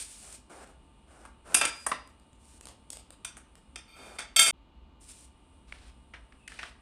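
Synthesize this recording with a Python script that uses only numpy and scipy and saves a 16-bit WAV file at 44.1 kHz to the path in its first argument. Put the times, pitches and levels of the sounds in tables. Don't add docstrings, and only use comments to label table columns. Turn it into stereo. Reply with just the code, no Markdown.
import sys
import numpy as np
from scipy import signal
from scipy.fft import rfft, irfft, next_fast_len
from scipy.io import wavfile
from scipy.ndimage import map_coordinates

SR = 44100
rng = np.random.default_rng(int(sys.argv[2]) if len(sys.argv) > 2 else 0)


def waveform_to_disk(signal):
    frames = np.transpose(np.atleast_2d(signal))
    scaled = np.clip(frames, -1, 1) * 32767
    samples = np.round(scaled).astype(np.int16)
    wavfile.write(sys.argv[1], SR, samples)


N = 300321
CUT_S = 4.509


def amp(db):
    return 10 ** (np.asarray(db) / 20)


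def unit(x):
    return x / np.sqrt(np.mean(x ** 2) + 1e-20)


def along(points, hz):
    f, v = np.transpose(points)
    return np.interp(np.log(hz + 1), np.log(f + 1), v)


def curves(rows):
    s, *cols = np.transpose(rows)
    return [np.interp(np.arange(N) / SR, s, c) for c in cols]


def wobble(rate_hz, size=N):
    knots = rng.standard_normal(int(size * rate_hz / SR) + 4)
    return map_coordinates(knots, [np.arange(size) * rate_hz / SR])


# frequency_hz, likeness (1 is identical)
LIKENESS = [(60, .97), (250, .82), (640, .62), (1400, .4), (3000, .3), (5500, .55), (9000, 0), (14000, 0)]
# frequency_hz, left_over_right_db
STEREO_LEAN = [(100, 1.34), (600, 1), (2000, 0.51), (5000, 3.5), (9000, 0.5)]


def noise(spectrum, size, spread=1):
    m = next_fast_len(size)
    hz = np.fft.rfftfreq(m, 1 / SR)
    turn = spread * np.arccos(np.clip(along(LIKENESS, hz), -1, 1)) / 2
    mid, side = rfft(rng.standard_normal((2, m))) * [np.cos(turn), np.sin(turn)]
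    lean = amp(along(STEREO_LEAN, hz) / 2)
    stereo = np.array([(mid + side) * lean, (mid - side) / lean])
    return unit(irfft(stereo * amp(along(spectrum, hz)), m)[:, :size])


def attack_rms(x, size=SR // 50):
    return np.sqrt(np.mean(x[:, :size] ** 2) + 1e-20)


# frequency_hz, t60_s
ROOM_DECAY = [(150, 0.26), (600, 0.47), (2000, 0.42), (5000, 0.39), (10000, 0.22), (15000, 0.23)]
WALLS_S = .016


def in_room(x, wet_db):
    tail_noise = noise([(100, 0.0026), (10000, 0.0016)], size=SR // 2)
    hz, t, z = signal.stft(tail_noise, SR, nperseg=256)
    decay = amp(-60 * t / along(ROOM_DECAY, hz)[:, None])
    build_up = 1 - np.exp(-(t / WALLS_S) ** 2)
    first_echoes = 1 + .8 * np.exp(-(t / WALLS_S - 1.4) ** 2)
    tail = signal.istft(z * decay * build_up * first_echoes, SR, nperseg=256)[1]
    tail = tail / np.linalg.norm(tail[0])
    return x + amp(wet_db) * signal.fftconvolve(x, tail, axes=1)[:, :x.shape[1]]


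def contact(spectrum, t60, rise_s, snap, snap_s=.005):
    t = np.arange(SR) / SR
    chatter = amp(3 * wobble(500, size=SR)) * amp(-60 * t / t60)
    first_touch = snap * np.exp(-(t / snap_s) ** 2)
    shape = (chatter + first_touch) * (1 - np.exp(-t / rise_s))
    x = noise(spectrum, size=SR, spread=.7) * shape
    return x / attack_rms(x)


# frequency_hz, gain_db
MODE_BALANCE = [(650, 0.5), (1400, -0.5), (2500, 1), (3600, 2), (7000, -2), (8800, 4), (12000, 8)]


def ring(modes, t60, left_db):
    t = np.arange(SR) / SR
    x = np.zeros((2, SR))
    for hz, db in modes:
        apart = np.arccos(np.clip(along(LIKENESS, hz), -1, 1)) * rng.normal(0, 0.73)
        phase = 2 * np.pi * (hz * t + rng.random()) + np.array([[apart], [-apart]])
        detune_hz = rng.normal(0, .008) * hz
        twin = .5 * np.sin(phase + 2 * np.pi * (detune_hz * t + rng.random()))
        lean_db = left_db / (1 + (hz / 6000) ** 4) * np.array([[.5], [-.5]])
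        life = t60 * (3000 / hz) ** .25
        level_db = db + along(MODE_BALANCE, hz) + rng.normal(0, 2.2)
        x += (np.sin(phase) + twin) * amp(level_db - 60 * t / life) * amp(lean_db)
    return x / attack_rms(x)


def strengths(colour, db, hardness_db=0):
    return db + np.array(colour) + hardness_db * np.array([-1, 0, 1])


# from_hz, to_hz
BANDS = [(100, 1700), (1700, 6000), (6000, 15000)]


def add(track, s, sound, levels, size=SR // 50):
    start = max(round(s * SR), 0)
    for band, db in zip(BANDS, levels):
        part = signal.sosfilt(signal.butter(4, band, "band", fs=SR, output="sos"), sound)
        track[:, start:start + SR] += (amp(db) / attack_rms(part, size) * part)[:, :N - start]


# frequency_hz, density_db
RUMBLE_COLOUR = [(12, -44), (20, -14), (43, 0.5), (59, 8), (74, 2), (97, -16.5), (113, -16.5), (130, -30),
                 (170, -57.5), (290, -120)]
RUMBLE_DB, RUMBLE_AFTER_CUT_DB = -59.5, 2
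SWELL_S, SWELL_HALF_WIDTH_S, SWELL_DB = 5.74, 0.19, 6.7


def rumble():
    t = np.arange(N) / SR
    swell_db = SWELL_DB * np.exp(-((t - SWELL_S) / SWELL_HALF_WIDTH_S) ** 2)
    level_db = RUMBLE_DB + RUMBLE_AFTER_CUT_DB * (t > CUT_S) + swell_db
    return amp(level_db) * noise(RUMBLE_COLOUR, size=N)


# frequency_hz, density_db
AIR_COLOUR = [(60, -12), (100, 0), (160, -1), (260, 1.5), (450, -9.5), (1100, -10), (1800, -22),
              (2900, -16), (4000, -22), (5500, -36.5), (9500, -35.5), (15000, -55.5)]
AIR_DB = -61.5


def air():
    return amp(AIR_DB) * noise(AIR_COLOUR, size=N)


# pitch_hz, level_db (rms)
FAN_TONES = [(893.6, -74), (1195, -80), (2433, -85.5), (2880, -78.5)]


def fan():
    t = np.arange(N) / SR
    tones = np.zeros(N)
    for hz, db in FAN_TONES:
        tones += amp(db) * np.sqrt(2) * np.sin(2 * np.pi * hz * t + 0.57 * wobble(25))
    return tones


# frequency_hz, density_db
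CLOTH_COLOUR = [(470, -57.5), (800, -16.5), (873, -8), (1030, -22.5), (1150, -9), (1260, -23), (2150, -6),
                (6570, -14), (9100, 6.5), (11800, -20), (13600, -35), (16000, -20)]
CLOTH_DB, CLOTH_SWING_DB, STILL_UNTIL_S = -72.5, 0.8, 5.0


def clothes():
    t = np.arange(N) / SR
    moving = (t < CUT_S) | (t > STILL_UNTIL_S)
    level_db = CLOTH_DB + CLOTH_SWING_DB * (wobble(7.3) + wobble(16))
    return moving * amp(level_db) * noise(CLOTH_COLOUR, size=N)


# frequency_hz, density_db
RUB_COLOUR = [(88, -43), (150, -9), (383, -2), (702, -0.5), (774, -1), (979, -5.5), (1450, -3),
              (1900, -9.5), (2400, -3.5), (3920, -7), (6510, -17), (9080, -5.5), (11900, -26),
              (13400, -28.5), (16000, -29)]
RUB_RELEASE_S = 0.0038


def rubs(strokes, colour):
    out = np.zeros((2, N))
    t = np.arange(SR) / SR
    for s, length, db, rise_s in strokes:
        stroke = (1 - np.exp(-t / rise_s)) * np.exp(-np.maximum(t - length, 0) / RUB_RELEASE_S)
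        snags = np.maximum(wobble(600, size=SR) - 1.3, 0)
        catches = amp(1.2 * wobble(60, size=SR)) * (1 + .9 * snags)
        sound = in_room(noise(RUB_COLOUR, size=SR) * stroke * catches, wet_db=-5.5)
        add(out, s, sound, strengths(colour, db), size=int(length * SR))
    return out


# start_s, length_s, level_db, rise_s
GLOVE_SWISHES = [(0, 0.028, -36, 0.00033), (.02, 0.34, -48.5, 0.0046), (1.72, 0.13, -54.5, 0.0084),
                 (2.37, 0.21, -61, 0.12), (5.004, .25, -55.5, .006), (5.08, 0.04, -49, 0.0097)]


def glove_swishes():
    return rubs(GLOVE_SWISHES, colour=(-23, -11, 0))  # low_db, middle_db, treble_db


# start_s, length_s, level_db, rise_s
FLOOR_SCRAPES = [(.21, 0.14, -59.5, .01), (.495, .15, -50.5, 0.0025), (.66, 0.055, -58.5, .01),
                 (1.07, 0.21, -58.5, 0.013), (1.44, .15, -46, 0.1), (3.96, 0.21, -52, .004)]


def floor_scrapes():
    return rubs(FLOOR_SCRAPES, colour=(0, -13, -6.5))  # low_db, middle_db, treble_db


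RATTLE_FROM_S, RATTLE_TO_S, RATTLE_DB, RATTLE_SCATTER_DB = 2, 2.7, -65, 6.5


def rattle(count):
    slot_s = (RATTLE_TO_S - RATTLE_FROM_S) / count
    return [(RATTLE_FROM_S + slot_s * (k + rng.random()),
             rng.normal(RATTLE_DB, RATTLE_SCATTER_DB), 0) for k in range(count)]


# frequency_hz, density_db
PLASTIC_COLOUR = [(120, -53), (200, 5.5), (467, -15), (550, 18), (734, -6), (2170, -1), (3540, 2.5),
                  (6080, -11), (8720, 0), (15000, -27)]
# start_s, level_db, hardness_db
CASTER_CLICKS = [(0.326, -56.5, 8), (2.61, -52.5, -1), (2.655, -52.5, 2.5), (2.67, -51, -2.5),
                 (2.686, -52.5, -1), (2.903, -47.5, 6.5), (2.931, -49.5, 2.5), (2.97, -50.5, 0),
                 (3.105, -53.5, 0.5), (3.554, -59, -2)]
CLICK_COLOUR = (-6.5, -7.5, 0)  # low_db, middle_db, treble_db


def caster_clicks():
    out = np.zeros((2, N))
    for s, db, hardness_db in list(CASTER_CLICKS) + rattle(count=5):
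        tick = contact(PLASTIC_COLOUR, t60=.025, rise_s=.0002, snap=3, snap_s=.0015)
        add(out, s, in_room(tick, wet_db=-1.0), strengths(CLICK_COLOUR, db, hardness_db))
    return out


# frequency_hz, density_db
BUMP_COLOUR = [(100, -12), (400, -7), (1100, 0), (1600, -4), (2600, -9), (3600, -15), (4500, -22),
               (7400, -22), (9000, -7), (10500, -18), (12400, -34), (15000, -60)]


def knock(hz, body_db, t60, rise_s):
    bump = contact(BUMP_COLOUR, t60, rise_s, snap=0.096, snap_s=0.0013)
    body = signal.lfilter(*signal.iirpeak(hz, Q=4, fs=SR), bump)
    return in_room(bump, wet_db=-5.5) + amp(body_db) * body / attack_rms(body)


# start_s, low_db, middle_db, treble_db, body_hz, body_over_contact_db
CASTER_BUMPS = [(1.251, -49, -61.5, -57.5, 1300, -23), (1.864, -32.5, -42.5, -28, 1120, -8),
                (1.915, -29, -34.5, -49, 1140, -1.5), (3.368, -55, -58.5, -49, 810, -10)]


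def caster_knocks():
    out = np.zeros((2, N))
    for s, *levels, hz, body_db in CASTER_BUMPS:
        add(out, s, knock(hz, body_db, t60=0.047, rise_s=0.0015), levels)
    return out


# frequency_hz, density_db
STEEL_COLOUR = [(88, -62.5), (150, -24), (1020, -16.5), (1340, -12.5), (1900, -14.5), (2400, -5.5),
                (2920, -8.5), (3550, -5.5), (4240, -22), (4490, -12), (7180, -10), (8900, 5), (10400, -9),
                (12400, -27), (16000, -46)]
# pitch_hz, level_db
LEG_TONES = [(1104, -52), (1335, -41), (2422, -31.5), (2665, -34.5), (3176, -47), (3585, -34.5),
             (5087, -56), (5604, -69.5), (6331, -47), (7397, -36.5), (8177, -66), (8807, -60),
             (9114, -28.5), (11176, -31), (11746, -44), (12086, -59)]
# start_s, low_db, middle_db, treble_db, ring_over_contact_db, contact_t60_s
LEG_HITS = [(1.544, -30, -24.5, -15, -0.5, 0.069), (1.612, -24.5, -27, -31.5, -5, 0.14),
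            (1.651, -35, -33, -28, -29, 0.057)]


def leg():
    out = np.zeros((2, N))
    for s, *levels, ring_db, contact_t60 in LEG_HITS:
        blow = contact(STEEL_COLOUR, contact_t60, rise_s=.0007, snap=.8, snap_s=.008)
        tone = ring(LEG_TONES, t60=0.19, left_db=3)
        add(out, s, in_room(blow, wet_db=-5) + amp(ring_db) * in_room(tone, wet_db=-8.0), levels)
    return out


PING_HZ, PING_DB, PING_T60_S = 4888, -37, 1.15
PING_STOP_S, PING_STOP_T60_S = 2.066, 0.27


def singing_mode():
    t = np.arange(N) / SR
    ringing_s = np.maximum(t - LEG_HITS[0][0], 0)
    stopped_s = np.maximum(t - PING_STOP_S, 0)
    level_db = PING_DB - 60 * ringing_s / PING_T60_S - 60 * stopped_s / PING_STOP_T60_S
    return amp(level_db) * np.sin(2 * np.pi * PING_HZ * ringing_s)


# pitch_hz, level_db
FRAME_TONES = [(667.5, -48), (1346, -39), (1626, -46), (2175, -37), (2417, -34), (2638, -40), (3198, -32),
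               (3575, -31), (3607, -34), (4576, -33), (4651, -34), (5335, -48), (5453, -48), (5566, -45),
               (5992, -44), (6288, -44), (6643, -41), (6740, -41), (7138, -48), (7526, -38), (7747, -45),
               (8102, -36), (8651, -41), (8796, -30), (9119, -44), (9313, -41), (9685, -44), (11386, -50),
               (11440, -51), (12112, -45)]
# start_s, low_db, middle_db, treble_db, ring_over_contact_db, contact_t60_s
FRAME_HITS = [(3.247, -47.5, -40.5, -38.5, -8.5, 0.035), (3.758, -49, -42.5, -48, -7.5, 0.028),
              (4.186, -40, -39, -42.5, -8, 0.076), (4.362, -34, -21.5, -18, 7, 0.038),
              (4.392, -25.5, -17.5, -16.5, 2.5, 0.0445), (4.415, -38.5, -28, -21, -3, .09),
              (4.461, -37, -29.5, -25.5, -4, .1)]
HELD_T60_S, FREE_T60_S, LET_GO_S = 0.13, .38, 4.3
GLANCE_T60_S, GLANCE_RISE_S = 0.048, 0.0044


def frame():
    out = np.zeros((2, N))
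    for s, *levels, ring_db, contact_t60 in FRAME_HITS:
        rise_s = GLANCE_RISE_S * (contact_t60 / GLANCE_T60_S) ** 2
        blow = contact(STEEL_COLOUR, contact_t60, rise_s, snap=0.34)
        tone = ring(FRAME_TONES, HELD_T60_S if s < LET_GO_S else FREE_T60_S, left_db=6.5)
        add(out, s, in_room(blow, wet_db=-4) + amp(ring_db) * in_room(tone, wet_db=-8.0), levels)
    return out


# time_s, level_db
DRAG_CURVE = [(3.88, -58), (3.97, -52), (4.08, -53), (4.17, -60), (4.25, -73)]


def drag():
    t = np.arange(N) / SR
    touching = (t > DRAG_CURVE[0][0]) & (t < DRAG_CURVE[-1][0])
    modes = ring(FRAME_TONES, t60=0.053, left_db=6.5)
    friction = signal.lfilter(*signal.butter(1, 3000, fs=SR), rng.standard_normal((1, N)))
    ringing = unit(signal.fftconvolve(friction, modes, axes=1)[:, :N])
    return amp(curves(DRAG_CURVE)[0]) * touching * ringing


# start_s, length_s, level_db, rise_s
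BOARD_SHIFTS = [(5.67, .23, -62.5, 0.014), (6.487, 0.21, -56, 0.003)]


def board_shifts():
    return rubs(BOARD_SHIFTS, colour=(-5.5, 0, -4))  # low_db, middle_db, treble_db


# start_s, level_db, hardness_db, body_hz, body_over_contact_db, contact_t60_s
BOARD_BUMPS = [(5.723, -43.5, 1, 2260, -1, .012), (6.136, -47, -3.5, 2413, -9, 0.11),
               (6.322, -60, -2, 2200, -12, 0.028), (6.477, -44.5, 16.5, 2400, -8, 0.02),
               (6.519, -50.5, 7, 1614, -15, 0.034), (6.589, -40.5, 2, 2820, -16, 0.069),
               (6.63, -41.5, -5.5, 1310, -15, 0.029)]
BOARD_COLOUR = (-10, 0, -21.5)  # low_db, middle_db, treble_db


def board_knocks():
    out = np.zeros((2, N))
    for s, db, hardness_db, hz, body_db, t60 in BOARD_BUMPS:
        add(out, s, knock(hz, body_db, t60, rise_s=0.00098), strengths(BOARD_COLOUR, db, hardness_db))
    return out


# time_s, pitch_hz, level_db (less the gain of the quietest row)
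SQUEAK_CURVE = [(6.36, 2700, -80), (6.41, 2630, -65), (6.47, 2570, -61), (6.52, 2530, -61),
                (6.56, 2500, -80)]


def glove_squeak():
    t = np.arange(N) / SR
    hz, db = curves(SQUEAK_CURVE)
    gain = amp(db) - amp(db.min())
    wavering_hz = hz * (1 + 0.035 * wobble(180))
    slipping = (t > SQUEAK_CURVE[0][0]) & (t < SQUEAK_CURVE[-1][0])
    return gain * slipping * np.sin(2 * np.pi * np.cumsum(wavering_hz) / SR)


def scene():
    t = np.arange(N) / SR
    before = np.clip((CUT_S - t) / .002 + 1, 0, 1)
    after = np.clip((t - CUT_S - .015) / 0.013, 0, 1)
    background = rumble() + air() + fan() + clothes() + glove_squeak()
    rubbing = glove_swishes() + floor_scrapes() + board_shifts() + drag()
    hits = caster_clicks() + caster_knocks() + leg() + singing_mode() + board_knocks()
    return (before + after) * background + rubbing + hits + before * frame()


# frequency_hz, gain_db
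TREBLE_GAIN = [(10000, -0.5), (10700, -8.5), (12300, 2.5), (13000, -9.5), (16000, -9.5)]
TOP_HZ = 16200


def record(dry):
    m = next_fast_len(N + SR // 2)
    hz = np.fft.rfftfreq(m, 1 / SR)
    return irfft(rfft(dry, m) * amp(along(TREBLE_GAIN, hz)) * (hz < TOP_HZ), m)[:, :N]


dry = scene()
out = record(dry)
waveform_to_disk(out)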